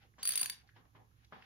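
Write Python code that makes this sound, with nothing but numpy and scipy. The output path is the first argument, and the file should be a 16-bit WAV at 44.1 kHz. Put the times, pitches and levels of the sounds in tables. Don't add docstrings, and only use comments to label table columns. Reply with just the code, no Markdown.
import sys
import numpy as np
from scipy import signal
from scipy.fft import rfft, irfft, next_fast_len
from scipy.io import wavfile

SR = 44100
rng = np.random.default_rng(int(sys.argv[2]) if len(sys.argv) > 2 else 0)


def level_to_linear(level):
    exponent = np.asarray(level, float) / 20
    return 10 ** exponent


def unload_wav(signal):
    wavfile.write(
        sys.argv[1],
        SR,
        np.round(np.clip(np.atleast_2d(signal).T, -1, 1) * 32767).astype(np.int16),
    )


N = 63945
NOW_S = np.arange(N) / SR
BIN_HZ = np.maximum(np.fft.rfftfreq(N, 1 / SR), 1)

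# (time [s], high ring [dB],
# low ring over high [dB], clack over high [dB], clack pitch [Hz])
TOOTH_DROPS = [(0.2294, -25.5, -7, -12.5, 2930), (0.2526, -24, -4.5, -12, 1640),
               (0.2732, -20, -12.5, -14, 1790), (0.2904, -19, -17.5, -13.5, 1607),
               (0.3052, -27.5, -5, -41.5, 2980), (0.3199, -25, -9.5, -12, 3116),
               (0.3355, -39, -17.5, 3.5, 3580), (0.3551, -22.5, -30.5, -10, 2700),
               (0.3747, -22, -9.5, -13, 2058), (0.3931, -28.5, -14, -8.5, 2680),
               (0.4039, -32.5, -6, -25, 3340), (0.4121, -22.5, -25, -16.5, 1960),
               (0.4297, -29.5, -5, 1, 2600), (0.4441, -43, -23, 4.5, 3710), (0.4578, -29, -3.5, -4.5, 1690),
               (0.4973, -30.5, -4.5, 1, 2187)]
# (frequency [Hz], decay by 60 dB [s], lag of the left microphone [s])
WRENCH_MODES = [(4565, .05, 175e-6), (4608, .075, 165e-6), (9360, .02, 67e-6), (9466, .07, 67e-6),
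                (9503, .06, 67e-6), (10300, .006, 60e-6), (10700, .007, 60e-6), (8500, .006, 67e-6),
                (11400, .006, 60e-6), (15300, .035, 45e-6), (15410, .03, 45e-6)]
MODE_STRENGTHS = [-12, -5.5, -15.5, -7, -9.5, -18, -14, -31.5, -10.5, -19.5, -21]
# (frequency [Hz], density [dB per Hz])
CRACK_SPECTRUM = [(530, -57.5), (900, -19.5), (4020, -14), (4650, -16), (6310, -12), (9540, -24),
                  (11900, -11.5), (15700, -25.5), (16500, -36.5)]
# (time [s], level [dB])
DRAG_SWELL = [(0.169, -92), (0.191, -66.5), (0.227, -57.5), (.3, -49.5), (.42, -51), (.48, -64),
              (0.521, -88.5), (0.559, -93)]
# (frequency [Hz], density [dB per Hz])
DRAG_SPECTRUM = [(150, -2.5), (300, -8), (900, -5.5), (2000, 4), (4000, 5), (7000, 4), (12000, -57),
                 (16500, -48)]
# (time [s], thud level [dB], thud pitch [Hz], rattle over thud [dB])
DULL_KNOCKS = [(0.183, -53.5, 1023, 4), (0.415, -47.5, 1028, 3), (0.761, -62, 1010, 7),
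               (0.95, -57.5, 1095, 3.5), (1.324, -40, 1196, -4)]
# (frequency [Hz], density [dB per Hz])
RATTLE_SPECTRUM = [(71, -17.5), (120, -9), (537, -15), (1150, -7), (1560, -10), (3210, -19), (6500, -54),
                   (8080, -56), (9000, -65), (11700, -89), (19800, -120)]
# (frequency [Hz], decay by 60 dB [s])
RATTLE_DECAY = [(150, 0.22), (600, 0.28), (1500, 0.16), (4000, 0.16), (9000, 0.15)]
# (time [s], level before trim [dB], centre [Hz], width [octaves])
SMALL_TICKS = [(0.0302, -61, 2200, 0.9), (0.1382, -69.5, 1730, 0.65), (0.6002, -60.5, 4770, 1.0),
               (0.6752, -63, 4400, 0.63), (0.6907, -58.5, 1680, 0.48), (0.8535, -71.5, 1400, 0.93),
               (1.1122, -76, 1330, 0.66), (1.2472, -56.5, 4140, 1.0), (1.4234, -50, 2200, 0.89)]
# (time [s], dull rub [dB], bright rustle [dB], low rumble [dB])
GLOVE_RUB = [(0.0, -92, -76.5, -95), (0.02, -71.5, -68.5, -91), (0.05, -67.5, -71.5, -68),
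             (0.124, -105, -101, -79), (0.17, -73, -94, -103), (0.62, -81, -70.5, -112),
             (0.636, -69, -89.5, -108), (0.7, -84, -71, -70.5), (0.726, -101, -100, -110),
             (0.766, -71, -67, -72.5), (0.81, -79, -77.5, -64.5), (0.844, -76.5, -101, -89.5),
             (0.854, -65, -78, -72), (0.914, -96, -100, -94), (0.964, -70, -71.5, -61),
             (1.022, -63, -92, -71.5), (1.146, -105, -87.5, -90.5), (1.246, -80.5, -73.5, -100.5),
             (1.27, -93.5, -85.5, -89), (1.298, -90, -101, -94.5), (1.326, -60.5, -65, -67),
             (1.408, -69.5, -70, -69), (1.45, -70.5, -65, -74.5)]
# (frequency [Hz], density [dB per Hz])
RUSTLE_SPECTRUM = [(700, -27.5), (1500, 12.5), (3000, 7.5), (5500, -1.5), (7500, -32), (12000, -20),
                   (16000, -25.5)]
# (frequency [Hz], density [dB per Hz])
RUMBLE_SPECTRUM = [(90, -20.5), (180, 4), (300, 3.5), (500, 0.5), (900, -51.5)]
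# (frequency [Hz], density [dB per Hz])
FLOOR_SPECTRUM = [(12, -27), (20, 4), (130, -5.5), (485, -22), (678, -28), (1120, -19), (1480, -24.5),
                  (4540, -34), (6910, -30), (8410, -59), (9670, -33), (12100, -33), (16000, -46.5)]
# (frequency [Hz], left-right likeness)
FLOOR_ALIKE = [(60, 1), (120, 1), (240, 0.67), (480, 0.28), (950, -0.65), (1890, -1.2), (3770, 0.33),
               (7520, -0.14), (15000, 1)]
# (frequency [Hz], left minus right [dB])
FLOOR_LEAN = [(60, -8), (180, -6), (550, 2), (1650, -4), (4970, -1), (15000, 0.5)]
# (frequency [Hz], level [dB])
HUMS = [(109.3, -70.5), (66.5, -71.5)]

LEFT_LAG_S, CLACK_LAG_S = 6.7e-5, 0.00007
SPLIT_HZ = 6000
LOW_LATE_S, STAGGER_S = .001, .0012
CHATTER_DB, CHATTER_T60_S = -23.5, 0.042
HIGH_CHATTER_APART, LOW_CHATTER_APART = 0.11, .8
BOUNCE_S, BOUNCE_DB = .0013, -6
CLACK_DB, CLACK_T60_S = -4.5, .009
CRACK_DB, CRACK_T60_S, CRACK_APART = -0.5, .012, 0.43
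CRACK_FOLLOWS = 0.83
CRACK_RISE_S = .0005
THIN_HZ = 1190
DRAG_PER_S = 3800
KNOCK_T60_S = .014
BLOCK_HZ, BLOCK_DB, BLOCK_T60_S = 630, -13, .07
RATTLE_RISE_S, RATTLE_APART = 0.0016, 0.85
TICK_DB, TICK_FUZZ_DB, TICK_T60_S = 3, -13.5, 0.025
RUB_HZ, RUB_WIDTH_HZ, RUB_DB, RUMBLE_DB = 791, 68, -4, -6
ROOM_T60_S, WALL_CUT_HZ = 0.3, 6400
ROOM_DB, KNOCK_ROOM_DB = -15.5, -13
FLOOR_DB, HUM_WIDTH_HZ = -70, 8.1
BASS_CUT_HZ, CUTOFF_HZ = 57, 16900


def rms_one(x):
    return x / np.sqrt(np.mean(x ** 2) + 1e-20)


def at_hz(points, hz):
    table_hz, value = np.array(points).T
    return np.interp(np.log(hz), np.log(table_hz), value)


def coloured(x, spectrum):
    return irfft(rfft(x) * level_to_linear(at_hz(spectrum, BIN_HZ)), N)


def filtered(x, order, hz, kind):
    return signal.sosfilt(signal.butter(order, hz, kind, fs=SR, output="sos"), x)


def clicks(s, gain):
    out = np.zeros(N)
    place = np.clip((np.asarray(s) * SR).astype(int), 0, N - 1)
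    np.add.at(out, place, gain)
    return out


def ring(x, hz, t60):
    r = level_to_linear(-60 / (t60 * SR))
    w = 2 * np.pi * hz / SR
    return signal.lfilter([0, np.sin(w)], [1, -2 * r * np.cos(w), r * r], x + 1e-18)


def dying(s, gain, t60):
    return signal.lfilter([1], [1, -level_to_linear(-60 / (t60 * SR))], clicks(s, gain) + 1e-18)


def arriving(x, lag=LEFT_LAG_S):
    delay = np.exp(-2j * np.pi * np.fft.rfftfreq(N, 1 / SR) * lag)
    return np.array([irfft(rfft(x) * delay, N), x])


def pair_noise(apart, lag=LEFT_LAG_S):
    shared, left, right = rng.standard_normal((3, N))
    return np.sqrt(1 - apart) * arriving(shared, lag) + np.sqrt(apart) * np.array([left, right])


def wrench_ring(s, db, low_db):
    out = 0
    for (hz, t60, lag), mode_db in zip(WRENCH_MODES, MODE_STRENGTHS):
        low = hz < SPLIT_HZ
        start = s + low * LOW_LATE_S + STAGGER_S * rng.random(len(s))
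        level = db + low * low_db + mode_db
        spread_db = rng.normal(0, 1.5, len(s))
        strike = clicks(start, level_to_linear(level + spread_db) * rng.choice([-1, 1]))
        play = pair_noise(LOW_CHATTER_APART if low else HIGH_CHATTER_APART, lag)
        chatter = play * dying(start, level_to_linear(level + CHATTER_DB), CHATTER_T60_S)
        out = out + ring(arriving(strike, lag) + chatter, hz, t60)
    return out


def pawl_clack(when, level_db, pitch_hz, bounce_db):
    out = 0
    for row, level, hz in zip(when, level_db, pitch_hz):
        hit = clicks(row, level_to_linear(level + bounce_db))
        out = out + ring(hit, hz, CLACK_T60_S)
        out = out - 0.98 * ring(hit, 1.6 * hz, CLACK_T60_S)
        out = out + .3 * ring(hit, 2.1 * hz, CLACK_T60_S)
    return arriving(out, CLACK_LAG_S)


def pawl_crack(s, when, level_db, bounce_db):
    envelope = dying(when.ravel(), level_to_linear(level_db[:, None] + bounce_db).ravel(), CRACK_T60_S)
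    noise = rms_one(coloured(pair_noise(CRACK_APART), CRACK_SPECTRUM))
    dip = np.minimum(dying(s, 0.79, np.log(1000) * CRACK_RISE_S), 1)
    return noise * envelope * (1 - dip)


def ratchet():
    s, db, low_db, clack_db, clack_hz = np.transpose(TOOTH_DROPS)
    hops = np.arange(3)
    when = s[:, None] + BOUNCE_S * hops * rng.uniform(.7, 1.3, (len(s), 3))
    bounce_db = BOUNCE_DB * hops
    wrench = wrench_ring(s, db, low_db)
    clack = pawl_clack(when, db + clack_db + CLACK_DB, clack_hz, bounce_db)
    crack = pawl_crack(s, when, db + CRACK_DB + CRACK_FOLLOWS * clack_db, bounce_db)
    return filtered(wrench + clack + crack, 4, THIN_HZ, "high")


def drag():
    present = rng.random(N) < DRAG_PER_S / SR
    size = level_to_linear(1.4 * np.minimum(rng.exponential(1, N), 4))
    grains = present * size * rng.choice([-1, 1], N)
    swell = level_to_linear(np.interp(NOW_S, *np.transpose(DRAG_SWELL)))
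    return rms_one(coloured(grains, DRAG_SPECTRUM)) * swell


def knocks():
    s, db, thud_hz, rattle_db = np.transpose(DULL_KNOCKS)
    thuds = ring(clicks(s, level_to_linear(db + BLOCK_DB)), BLOCK_HZ, BLOCK_T60_S)
    for time, level, hz in zip(s, db, thud_hz):
        thuds = thuds + ring(clicks([time], level_to_linear(level)), hz, KNOCK_T60_S)
    noise = rms_one(coloured(pair_noise(RATTLE_APART), RATTLE_SPECTRUM))
    rise = np.exp(-1 / (RATTLE_RISE_S * SR))
    rattle = 0
    for hz in 160 * 2. ** np.arange(6):
        band = filtered(noise, 2, [hz, 2 * hz], "band")
        decay = dying(s, level_to_linear(db + rattle_db), at_hz(RATTLE_DECAY, 1.4 * hz))
        rattle = rattle + band * signal.lfilter([1 - rise], [1, -rise], decay)
    return arriving(filtered(thuds, 2, 3000, "low")) + rattle


def ticks():
    noise = pair_noise(0.13)
    out = 0
    for s, db, hz, octaves in SMALL_TICKS:
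        edges = hz * 2 ** (np.array([-.5, .5]) * octaves)
        fuzz = noise * dying([s], level_to_linear(TICK_FUZZ_DB), TICK_T60_S)
        touch = arriving(clicks([s, s + 0.0053], level_to_linear([0, -3]))) + fuzz
        width_gain = SR / 4 / (edges[1] - edges[0])
        out = out + filtered(touch, 2, edges, "band") * level_to_linear(db + TICK_DB) * width_gain
    return out


def rubbing():
    s, dull_db, bright_db, low_db = np.transpose(GLOVE_RUB)
    dull = level_to_linear(np.interp(NOW_S, s, dull_db + RUB_DB))
    bright = level_to_linear(np.interp(NOW_S, s, bright_db))
    low = level_to_linear(np.interp(NOW_S, s, low_db + RUMBLE_DB))
    tone = rms_one(ring(pair_noise(0.63), RUB_HZ, np.log(1000) / np.pi / RUB_WIDTH_HZ))
    rustle = rms_one(coloured(pair_noise(.8), RUSTLE_SPECTRUM))
    rumble = rms_one(coloured(pair_noise(.5), RUMBLE_SPECTRUM))
    return dull * tone + bright * rustle + low * rumble


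def workshop(x):
    size = next_fast_len(N + SR)
    z = np.exp(-2j * np.pi * np.arange(size // 2 + 1) / size)
    dull = np.exp(-2 * np.pi * WALL_CUT_HZ / SR)
    lowpass = (1 - dull) / (1 - dull * z)
    out = []
    for lags in rng.uniform(.008, .045, (2, 10)) * SR // 1:
        response = 0
        for k, lag in enumerate(lags):
            loop = level_to_linear(-60 * lag / SR / ROOM_T60_S) * lowpass * z ** lag
            response = response + (-1) ** k * loop / (1 - loop)
        for lag in (53, 131, 241):
            response = response * (z ** lag - .6) / (1 - .6 * z ** lag)
        out.append(irfft(rfft(x, size) * response, size)[:N])
    return np.array(out)


def floor():
    alike = np.clip(at_hz(FLOOR_ALIKE, BIN_HZ), -1, 1)
    tilt = level_to_linear(at_hz(FLOOR_LEAN, BIN_HZ) / 2)
    hum = 0
    for centre_hz, db in HUMS:
        hum = hum + level_to_linear(db) ** 2 / (1 + (2 * (BIN_HZ - centre_hz) / HUM_WIDTH_HZ) ** 2) ** 2
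    hum_power = hum * SR / (np.pi / 2 * HUM_WIDTH_HZ) / 2
    bed = level_to_linear(at_hz(FLOOR_SPECTRUM, BIN_HZ)) ** 2
    bed_power = bed / bed.mean() * level_to_linear(FLOOR_DB) ** 2
    noise = rfft(rng.standard_normal((2, N))) * np.sqrt(bed_power + hum_power)
    mid, side = noise * [np.sqrt(1 + alike), np.sqrt(1 - alike)]
    return irfft([(mid + side) * tilt, (mid - side) / tilt], N) / np.sqrt(2)


def scene():
    tool = ratchet() + arriving(drag())
    hand = knocks() + ticks()
    to_room = level_to_linear(ROOM_DB) * tool[1] + level_to_linear(KNOCK_ROOM_DB) * hand[1]
    return tool + hand + rubbing() + workshop(to_room) + floor()


def roll_off(x):
    return signal.sosfilt(signal.butter(12, 16810, fs=SR, output="sos"), x)


def record(dry):
    mix = filtered(dry, 2, BASS_CUT_HZ, "high")
    mix = signal.sosfilt(signal.cheby2(12, 60, CUTOFF_HZ, fs=SR, output="sos"), mix)
    return roll_off(mix)


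dry = scene()
out = record(dry)
unload_wav(out)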